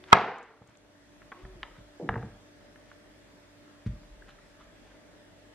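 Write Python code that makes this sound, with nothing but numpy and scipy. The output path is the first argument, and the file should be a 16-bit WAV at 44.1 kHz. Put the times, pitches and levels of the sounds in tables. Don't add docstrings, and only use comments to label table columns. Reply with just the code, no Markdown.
import sys
import numpy as np
from scipy import signal
from scipy.fft import rfft, irfft
from scipy.io import wavfile
from scipy.ndimage import uniform_filter1d

SR = 44100
rng = np.random.default_rng(int(sys.argv[2]) if len(sys.argv) > 2 else 0)


def log_audio(samples):
    frames = np.atleast_2d(samples).T
    limited = np.clip(frames, -1, 1)
    pcm = np.round(limited * 32767).astype(np.int16)
    wavfile.write(sys.argv[1], SR, pcm)


N = 244314

# (time [s], strength [dB], contact time [s])
SLAMS = [(0.1293, 8.5, 0.00011), (0.1318, -7.5, 0.000183), (0.1336, -11.5, 0.00044),
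         (0.1396, -14.5, 0.00057)]
# (frequency [Hz], relative level [dB], t60 [s])
BOARD_MODES = [(124, -33, 0.3), (227, -30, 0.16), (470, -24.5, 0.11), (727.5, -17, .03), (967, 0.07, 0.035),
               (1107.5, -3, 0.038), (1274, 3, 0.034), (1655.4, -13.5, 0.1), (2070, -5, 0.025),
               (2460, -6, 0.019), (3294, -6.5, 0.017), (3830, -9, .012), (4660, -22, 0.0081),
               (5600, -12, 0.0064), (8054, -27.5, 0.03)]
# (frequency [Hz], relative level [dB per Hz])
CRACK_COLOUR = [(60, -27.5), (120, -13), (230, -10), (320, -13), (445, -1.5), (590, -9.5), (720, 3),
                (1200, -6), (1500, -7), (2150, -10.5), (3300, -23), (5000, -32), (8000, -47), (12000, -79)]


def slam(board_db=-2, crack_db=8, room_db=19, low_cut_hz=95):
    blows = np.zeros(N)
    for time_s, db, contact_s in SLAMS:
        add(blows, time_s, amp(db) * push(contact_s))
    board = signal.fftconvolve(blows, ring(BOARD_MODES, np.arange(SR // 4) / SR))[:N]
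    board = high_pass(board, 2, low_cut_hz)
    crack = np.zeros(N)
    add(crack, SLAMS[0][0], click(read(CRACK_COLOUR, bins(4096))))
    direct = amp(board_db) * board + amp(crack_db) * crack
    answer = amp(room_db) * room(crack, first_wall_s=0.0035, build_s=0.014)
    return aside(near(direct, treble_tilt_db=0.5)) + echoes(direct) + answer


# (frequency [Hz], relative level [dB per Hz])
SPLIT_COLOUR = [(100, -21), (250, -23), (450, -10.5), (800, -2), (1300, 1.5), (1900, -2.5), (2600, -12),
                (4000, -22), (6000, -33.5), (8500, -37.5), (14000, -50)]


def split(start_s=.1216, level_db=-6.5, swell_db_per_s=1800.5, t60=.028, same=-.55, left_db=-1.5):
    t = since(SLAMS[0][0])
    envelope = amp(level_db + np.minimum(swell_db_per_s * t, -60 * t / t60))
    envelope = envelope * (since(start_s) > 0)
    noise = pair(rng.standard_normal((2, N)), same)
    fractures = unit(noise * rng.exponential(1, N)) * envelope
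    crackle = signal.oaconvolve(fractures, click(read(SPLIT_COLOUR, bins(1024)))[None])[:, :N]
    return crackle * amp([[left_db], [0]])


# (time [s], pulse peak [dB], centre before table colour [Hz], push on the table [dB])
BOUNCES = [(2.090, -15, 1510, -35.5), (2.0926, -22, 820, -36.5), (2.1093, -38, 1250, -48),
           (2.1294, -38, 1500, -48), (2.141, -28, 1390, -39), (2.157, -26.5, 1270, -47),
           (2.1621, -31, 840, -39), (2.177, -37.5, 1650, -45), (2.2274, -36, 1420, -49.5),
           (2.2319, -42, 743, -48)]


def blade_bounces():
    return knocks(BOUNCES, octaves=0.93, t60=0.013, room_db=-15.5, ring_db=-3)


def blade_buzz(buzz_db=-31.5, t60=0.35, contacts_per_s=900, centre_hz=600, octaves=0.83,
               table_db=-22, room_db=-10):
    level = np.zeros(N)
    for time_s, db, *_ in BOUNCES:
        t = since(time_s)
        level += amp(db + buzz_db - 60 * abs(t) / t60) * (t > 0)
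    contacts = rng.standard_normal(N) * (rng.random(N) < contacts_per_s / SR)
    contacts = unit(contacts) * level
    buzz = signal.oaconvolve(contacts, contact(centre_hz, octaves))[:N]
    rumble = signal.oaconvolve(contacts, ring(TABLE_MODES, np.arange(SR // 4) / SR))[:N]
    return in_room(buzz + amp(table_db) * rumble, room_db)


# (time [s], pulse peak [dB], centre before table colour [Hz])
BUMPS = [(1.9984, -31.5, 397), (2.013, -32, 360), (2.025, -32, 180)]


def handle_bumps():
    return knocks(BUMPS, octaves=1, t60=0.073, room_db=-1.5, ring_db=-1.5)


# (time
# [s], level [dB], contact time [s], push on the legs [dB])
THUDS = [(.615, -46, 0.0022, -79), (0.685, -50.5, 0.00402, -80), (1.423, -43, 0.01, -44.5),
         (1.45, -45.5, 0.0047, -64), (1.555, -49, 0.0037, -52.5), (1.783, -47, 0.0046, -56),
         (2.12, -41, 0.0018, -73), (2.153, -42, 0.0029, -76), (2.233, -38, 0.0028, -73),
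         (2.248, -41, 0.0025, -70), (2.274, -52, 0.0018, -70), (3.8617, -28, 0.0037, -40),
         (3.8697, -30, 0.0066, -68), (3.891, -23.5, 0.0093, -59), (3.934, -42.5, 0.0035, -68),
         (4.10, -64, 0.015, -50.5), (4.60, -60, .01, -56)]
# (frequency [Hz], relative level [dB], t60 [s])
TABLE_MODES = [(55, -6.5, 0.13), (77.7, -12.5, 0.33), (118.7, 0, 0.18), (143.6, -3, 0.13),
               (186.3, 0.5, 0.085), (220, -1.5, 0.12), (325.5, -1, 0.033), (454.9, 5.5, 0.044)]
# (frequency [Hz], relative level [dB], t60 [s])
ROCKING_MODES = [(37.46, -7.5, 1.98), (48.6, 6.5, 0.41)]


def thuds(room_db=-17, low_cut_hz=70, bounce_contact_s=0.0012):
    force, shove, t = np.zeros(N), np.zeros(N), np.arange(SR) / SR
    for time_s, db, contact_s, legs_db in THUDS:
        add(force, time_s, amp(db) * push(contact_s))
        add(shove, time_s, amp(legs_db) * push(contact_s))
    for time_s, _, _, push_db in BOUNCES:
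        add(force, time_s, amp(push_db) * push(bounce_contact_s))
    top = signal.fftconvolve(force, ring(TABLE_MODES, t))[:N]
    top = high_pass(top, 2, low_cut_hz)
    rocking = signal.fftconvolve(shove, ring(ROCKING_MODES, t))[:N]
    return near(top + rocking) + amp(room_db) * room(top)


# (time [s], pulse peak [dB],
# centre before table colour [Hz], push on the board [dB], push on the blade [dB])
TAPS = [(.0399, -37.5, 2760, -70.5, -53), (.62, -42.5, 803, -66.5, -70), (.754, -47, 2940, -70, -58),
        (1.2186, -42, 1595, -58, -65), (1.227, -50, 2084, -73, -62), (1.3182, -34, 1645, -55, -42),
        (1.3221, -34, 1170, -61, -40), (1.3265, -36, 990, -47, -53), (1.4508, -37.5, 1390, -50, -55),
        (1.6310, -23, 2280, -51, -42.5), (1.6341, -29.5, 1246, -43, -62), (1.642, -50, 3000, -58, -62),
        (1.7125, -51, 1800, -70, -65), (2.7589, -43, 1897, -65, -62), (2.9154, -38.5, 1360, -64, -69),
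        (4.033, -50.5, 1400, -68, -71), (4.2228, -48.5, 1400, -60, -70), (4.388, -48, 1300, -67, -63),
        (4.394, -54, 1600, -74, -62)]
# (frequency [Hz], relative level [dB], t60 [s])
BLADE_MODES = [(1130, -2.5, .045), (1580, -1.5, .025), (1980, -0.5, 0.017), (2400, -1, .018),
               (3400, 0.5, 0.013)]


def taps(board_contact_s=0.00044, blade_contact_s=0.00041, room_db=-9, echo_db=-1):
    on_board, on_blade, t = np.zeros(N), np.zeros(N), np.arange(SR // 4) / SR
    for time_s, _, _, board_db, blade_db in TAPS:
        add(on_board, time_s, amp(board_db) * push(board_contact_s))
        add(on_blade, time_s, amp(blade_db) * push(blade_contact_s))
    board = signal.oaconvolve(on_board, ring(BOARD_MODES, t))[:N]
    blade = signal.oaconvolve(on_blade, ring(BLADE_MODES, t))[:N]
    ringing = board + blade
    contacts = knocks(TAPS, octaves=1.125, t60=0.017, room_db=-15.5, ring_db=-4)
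    return contacts + in_room(ringing, room_db) + amp(echo_db) * echoes(ringing)


# (time [s], peak on the left [dB])
CRUMBS = [(0.384, -36.5), (0.429, -43), (0.437, -48), (.674, -44), (0.696, -48.5), (0.772, -42.5)]


def crumbs(centre_hz=6900, octaves=0.25, t60=0.014, right_db=-7):
    out, t = np.zeros((2, N)), np.arange(1024) / SR
    colour = click(hump(bins(1024), centre_hz, octaves))[None]
    for time_s, db in CRUMBS:
        grit = rng.standard_normal((2, len(t))) * amp(-60 * t / t60)
        tick = signal.fftconvolve(grit, colour)
        tick = tick / abs(tick).max(axis=None)
        add(out, time_s, amp(db) * tick)
    return out * amp([[0], [right_db]])


# (mid-stroke time [s], level [dB], rough length at half height [s], mean pitch [Hz])
SQUEAKS = [(4.2245, -51, 0.005, 1650), (4.29, -57, 0.0092, 1250), (4.293, -57, 0.011, 750),
           (4.306, -62, 0.014, 3400), (4.39, -60, .01, 1251), (4.612, -56, .016, 1285),
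           (4.614, -65, 0.008, 3450), (4.913, -62, 0.012, 1647)]


def squeaks(jitter=0.126, jitter_hz=450, room_db=-9):
    out, wander = np.zeros(N), drift(jitter_hz)
    for time_s, db, length_s, hz in SQUEAKS:
        stroke = stroke_shape(length_s)
        pitch = hz * (1 + jitter * wander[round(time_s * SR):][:len(stroke)])
        tone = unit(np.sin(2 * np.pi * np.cumsum(pitch) / SR))
        add(out, time_s - 3 * length_s / 2, amp(db) * stroke * tone)
    return in_room(out, room_db)


# (mid-stroke time [s], level [dB], rough length at half height [s], centre [Hz])
SCUFFS = [(.085, -48.5, 0.092, 1140), (0.679, -60.5, 0.085, 1230), (0.879, -63, 0.0728, 445.6),
          (1.405, -65, 0.096, 1394), (1.779, -62.5, 0.0375, 1100), (2.9, -66.5, 0.064, 1605),
          (3.87, -55, .02, 1400), (3.869, -62, .014, 3980), (4.292, -57.5, 0.032, 1590),
          (4.488, -73, 0.09, 5150), (4.613, -62, 0.0307, 1310), (4.873, -61, 0.07, 390),
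          (4.945, -64, .06, 521), (4.897, -69.5, 0.12, 2000)]


def scuffs(room_db=-9, octaves=0.92):
    out = np.zeros(N)
    for time_s, db, length_s, hz in SCUFFS:
        stroke = stroke_shape(length_s)
        slips = grains(len(stroke), per_s=1300, centre_hz=hz, octaves=octaves)
        add(out, time_s - 3 * length_s / 2, amp(db) * stroke * slips)
    return in_room(out, room_db)


# (start time [s], length [s], level [dB])
GLIDES = [(-.03, .17, -57.5), (1.31, .32, -56.5)]


def glide(end_hz=312, top_hz=379, fade_s=.025, room_db=-8):
    out = np.zeros(N)
    for start_s, length_s, db in GLIDES:
        t = np.clip(since(start_s), 0, length_s)
        hz = end_hz + (top_hz - end_hz) * np.sin(np.pi * t / length_s)
        fade = np.minimum(np.minimum(t, length_s - t) / fade_s, 1)
        out += amp(db) * fade * np.sin(2 * np.pi * np.cumsum(hz) / SR)
    return in_room(out, room_db)


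# (frequency [Hz], rms level [dB])
HUM_LINES = [(48.4, -71.5), (96.9, -69.5), (294.5, -65), (590, -67), (638, -72), (883, -78.5)]


def hum(waver_hz=2.9, flutter_db=1.5, swell_db=0.6):
    out = np.zeros(N)
    for hz, db in HUM_LINES:
        waver = waver_hz * np.sqrt(hz / HUM_LINES[2][0]) * drift(5.5)
        turns = np.cumsum(hz + waver) / SR
        level = amp(flutter_db * drift(8.4) + swell_db * drift(1.5))
        out += amp(db) * unit(np.sin(2 * np.pi * turns) * level)
    return near(out)


# (frequency [Hz], relative level [dB per Hz])
AIR_COLOUR = [(15, -42), (28, -19.5), (48, -2), (69, -16), (100, -11), (160, -7), (300, -7), (450, -10.5),
              (600, -10.5), (800, -16.5), (1850, -18.5), (7000, -27.5), (13200, -29.5), (15500, -47.5)]
# (frequency [Hz], full width at 1/e of the dB lift [Hz], lift [dB])
AIR_PEAKS = [(670, 300, 1.5), (1760, 530, 4), (3420, 430, 2.5), (13251, 590, 12.5)]
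# (frequency [Hz], correlation [-1 to 1])
AIR_LIKENESS = [(60, 0.96), (150, 0.32), (400, 0.37), (950, 0.12), (2200, .2), (4200, -0.32), (8500, -0.46),
                (14000, -0.8)]


def air(level_db=-57, swell_db=0.09):
    hz = bins(N)
    colour_db = read(AIR_COLOUR, hz)
    for centre_hz, width_hz, db in AIR_PEAKS:
        colour_db = colour_db + db * np.exp(-(2 * (hz - centre_hz) / width_hz) ** 2)
    spectra = pair(rfft(rng.standard_normal((2, N))), read(AIR_LIKENESS, hz))
    noise = irfft(spectra * amp(colour_db), N)
    return amp(level_db + swell_db * drift(3)) * unit(uneven(noise))


# (frequency [Hz], t60 [s])
ROOM_T60 = [(100, 0.34), (350, 0.68), (700, .52), (1200, 0.62), (2200, 0.58), (4000, 0.6), (8000, 0.46),
            (14000, .2)]
# (frequency [Hz], correlation [-1 to 1])
ROOM_LIKENESS = [(100, 1), (1000, 0.9733), (2200, .92), (4200, 0.36), (8000, .2)]


def room(x, first_wall_s=.008, build_s=0.0023, patchy_db=1.5):
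    hz, t, z = signal.stft(rng.standard_normal((2, SR)), SR, nperseg=256)
    clumps = uniform_filter1d(rng.standard_normal(z.shape[1:]), size=4, axis=0)
    clumps = unit(uniform_filter1d(clumps, size=4, axis=1))
    decay_db = -60 * t / read(ROOM_T60, hz)[:, None]
    z = pair(z, read(ROOM_LIKENESS, hz)[:, None]) * amp(patchy_db * clumps + decay_db)
    tail = signal.istft(z, SR, nperseg=256)[1]
    tail = tail * np.clip((np.arange(tail.shape[1]) / SR - first_wall_s) / build_s, 0, 1)
    return signal.fftconvolve(x[None], tail / np.linalg.norm(tail[0]), axes=1)[:, :N]


# (delay [s], level [dB])
ECHOES = [(.020, -25.5), (.025, -22.5), (.038, -21.5), (0.0417, -21), (.057, -21.5), (.083, -26.5)]


def echoes(x, top_hz=3500):
    out, dulled = np.zeros(N), low_pass(x, top_hz)
    for delay_s, db in ECHOES:
        add(out, delay_s, amp(db) * dulled)
    return out


# (frequency [Hz], phase [rad])
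SLAM_LAG = [(170, .1), (450, 0.73), (850, 0.27), (1250, 0.87), (1800, 1.45), (2800, .45), (6000, .25),
            (8500, 1.4), (12000, .2)]


def aside(x):
    half_turn = .5j * read(SLAM_LAG, bins(N)) * np.array([[-1], [1]])
    return irfft(rfft(x) * np.exp(half_turn), N)


# (frequency [Hz], phase [rad])
PORT_PHASE = [(70, .01), (150, .05), (350, .2), (1000, 0.13), (5000, .16)]


def microphone(x, low_cut_hz=30):
    half_turn = .5j * read(PORT_PHASE, bins(N)) * np.array([[1], [-1]])
    return high_pass(irfft(rfft(x) * np.exp(half_turn), N), 3, low_cut_hz)


# (frequency [Hz], gain [dB])
SURFACE_COLOUR = [(100, -2.5), (330, 3), (620, 3.5), (870, 6.5), (1080, 1.5), (1320, 0), (1750, 2),
                  (2500, -5), (3500, -2.5), (4600, -7.5), (7000, -10.5)]


def contact(centre_hz, octaves):
    hz = bins(4096)
    return click(hump(hz, centre_hz, octaves, slope_db=40.5) + read(SURFACE_COLOUR, hz))


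def knocks(rows, octaves, t60, room_db, ring_db):
    out, t = np.zeros(N), np.arange(4096) / SR
    for time_s, db, hz, *_ in rows:
        pulse = contact(hz, octaves)
        tail = rng.standard_normal(len(t)) * amp(-60 * t / t60)
        tail = tail * np.minimum(t * hz / 2, 1)
        tail = signal.fftconvolve(tail, pulse)[:len(t)]
        knock = pulse + amp(ring_db) * tail / np.linalg.norm(tail)
        add(out, time_s, amp(db) * knock / abs(pulse).max())
    return in_room(out, room_db)


def push(contact_s):
    force = np.sin(np.pi * np.minimum(np.arange(2048) / SR / contact_s, 1)) ** 2
    return force / force.sum()


def ring(modes, t):
    return sum(amp(db - 60 * t / t60) * np.sin(2 * np.pi * hz * t) for hz, db, t60 in modes)


def grains(size, per_s, centre_hz, octaves):
    hits = rng.standard_normal(size) * (rng.random(size) < per_s / SR)
    return unit(signal.oaconvolve(hits, click(hump(bins(1024), centre_hz, octaves)))[:size])


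def stroke_shape(length_s):
    return signal.windows.hann(round(3 * length_s * SR)) ** 2


def click(gain_db):
    log_gain = np.log(amp(np.maximum(gain_db - gain_db.max(), -90)))
    mirrored = np.r_[log_gain, log_gain[-2:0:-1]]
    pulse = np.fft.ifft(np.exp(np.conj(signal.hilbert(mirrored)))).real
    return pulse / np.linalg.norm(pulse)


def hump(hz, centre_hz, octaves, slope_db=13):
    return -slope_db * (np.sqrt(1 + (np.log2((hz + 1) / centre_hz) / octaves) ** 2) - 1)


def near(x, treble_tilt_db=1):
    hz = bins(N)
    lean = amp(treble_tilt_db * hz ** 2 / (hz ** 2 + 3500 ** 2))
    return irfft(rfft(x) * np.array([lean, 1 / lean]), N)


def in_room(x, room_db):
    return near(x) + amp(room_db) * room(x)


def pair(z, same):
    same = np.clip(same, -1, 1)
    mid, side = np.sqrt((1 + same) / 2) * z[0], np.sqrt((1 - same) / 2) * z[1]
    return np.array([mid + side, mid - side])


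def uneven(x, patchy_db=1.3, patch_s=.09, patch_hz=350):
    hz, t, z = signal.stft(x, SR, nperseg=1024)
    field = rng.standard_normal(z.shape[1:])
    field = uniform_filter1d(field, size=max(round(patch_hz / hz[1]), 1), axis=0)
    field = unit(uniform_filter1d(field, size=max(round(patch_s / t[1]), 1), axis=1))
    return signal.istft(z * amp(patchy_db * field), SR, nperseg=1024)[1][:, :N]


def drift(rate_hz):
    return unit(irfft(rfft(rng.standard_normal(N)) * np.exp(-(bins(N) / rate_hz) ** 2), N))


def high_pass(x, order, hz):
    return signal.sosfilt(signal.butter(order, hz, "high", fs=SR, output="sos"), x)


def low_pass(x, hz):
    return signal.sosfilt(signal.butter(2, hz, fs=SR, output="sos"), x)


def amp(db):
    return 10 ** (np.asarray(db) / 20)


def unit(x):
    return x / np.sqrt(np.mean(x ** 2) + 1e-20)


def read(points, hz):
    f, value = np.transpose(points)
    return np.interp(np.log(hz + 1), np.log(f + 1), value)


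def add(mix, time_s, sound):
    part = mix[..., max(round(time_s * SR), 0):][..., :sound.shape[-1]]
    part += sound[..., :part.shape[-1]]


def bins(size):
    return np.fft.rfftfreq(size, 1 / SR)


def since(time_s):
    return np.arange(N) / SR - time_s


def scene():
    knife = slam() + split() + blade_bounces() + blade_buzz() + handle_bumps()
    soap = thuds() + taps() + crumbs() + squeaks() + scuffs()
    background = glide() + hum() + air()
    return microphone(knife + soap + background)


def record(dry, threshold_db=-14, share=0.6, held_fall_db_per_s=17, smooth_s=0.012,
           treble_hz=9000, edge_hz=15700):
    power = abs(uniform_filter1d((dry ** 2).mean(0), size=400))
    power_db = 10 * np.log10(power + 1e-12)
    fall_db = np.arange(N) / SR * held_fall_db_per_s
    held_db = np.maximum.accumulate(power_db + fall_db) - fall_db
    over_db = np.maximum(held_db - threshold_db, 0)
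    keep = np.exp(-1 / (smooth_s * SR))
    ducked = dry * amp(-share * signal.lfilter([1 - keep], [1, -keep], over_db))
    clipped = ducked / (1 + ducked ** 4) ** (1 / 4)
    dulled = low_pass(clipped, treble_hz)
    steep_edge = signal.firwin(255, edge_hz, window=("kaiser", 9), fs=SR)
    return signal.oaconvolve(dulled, steep_edge[None], "same")


dry = scene()
out = record(dry)
log_audio(out)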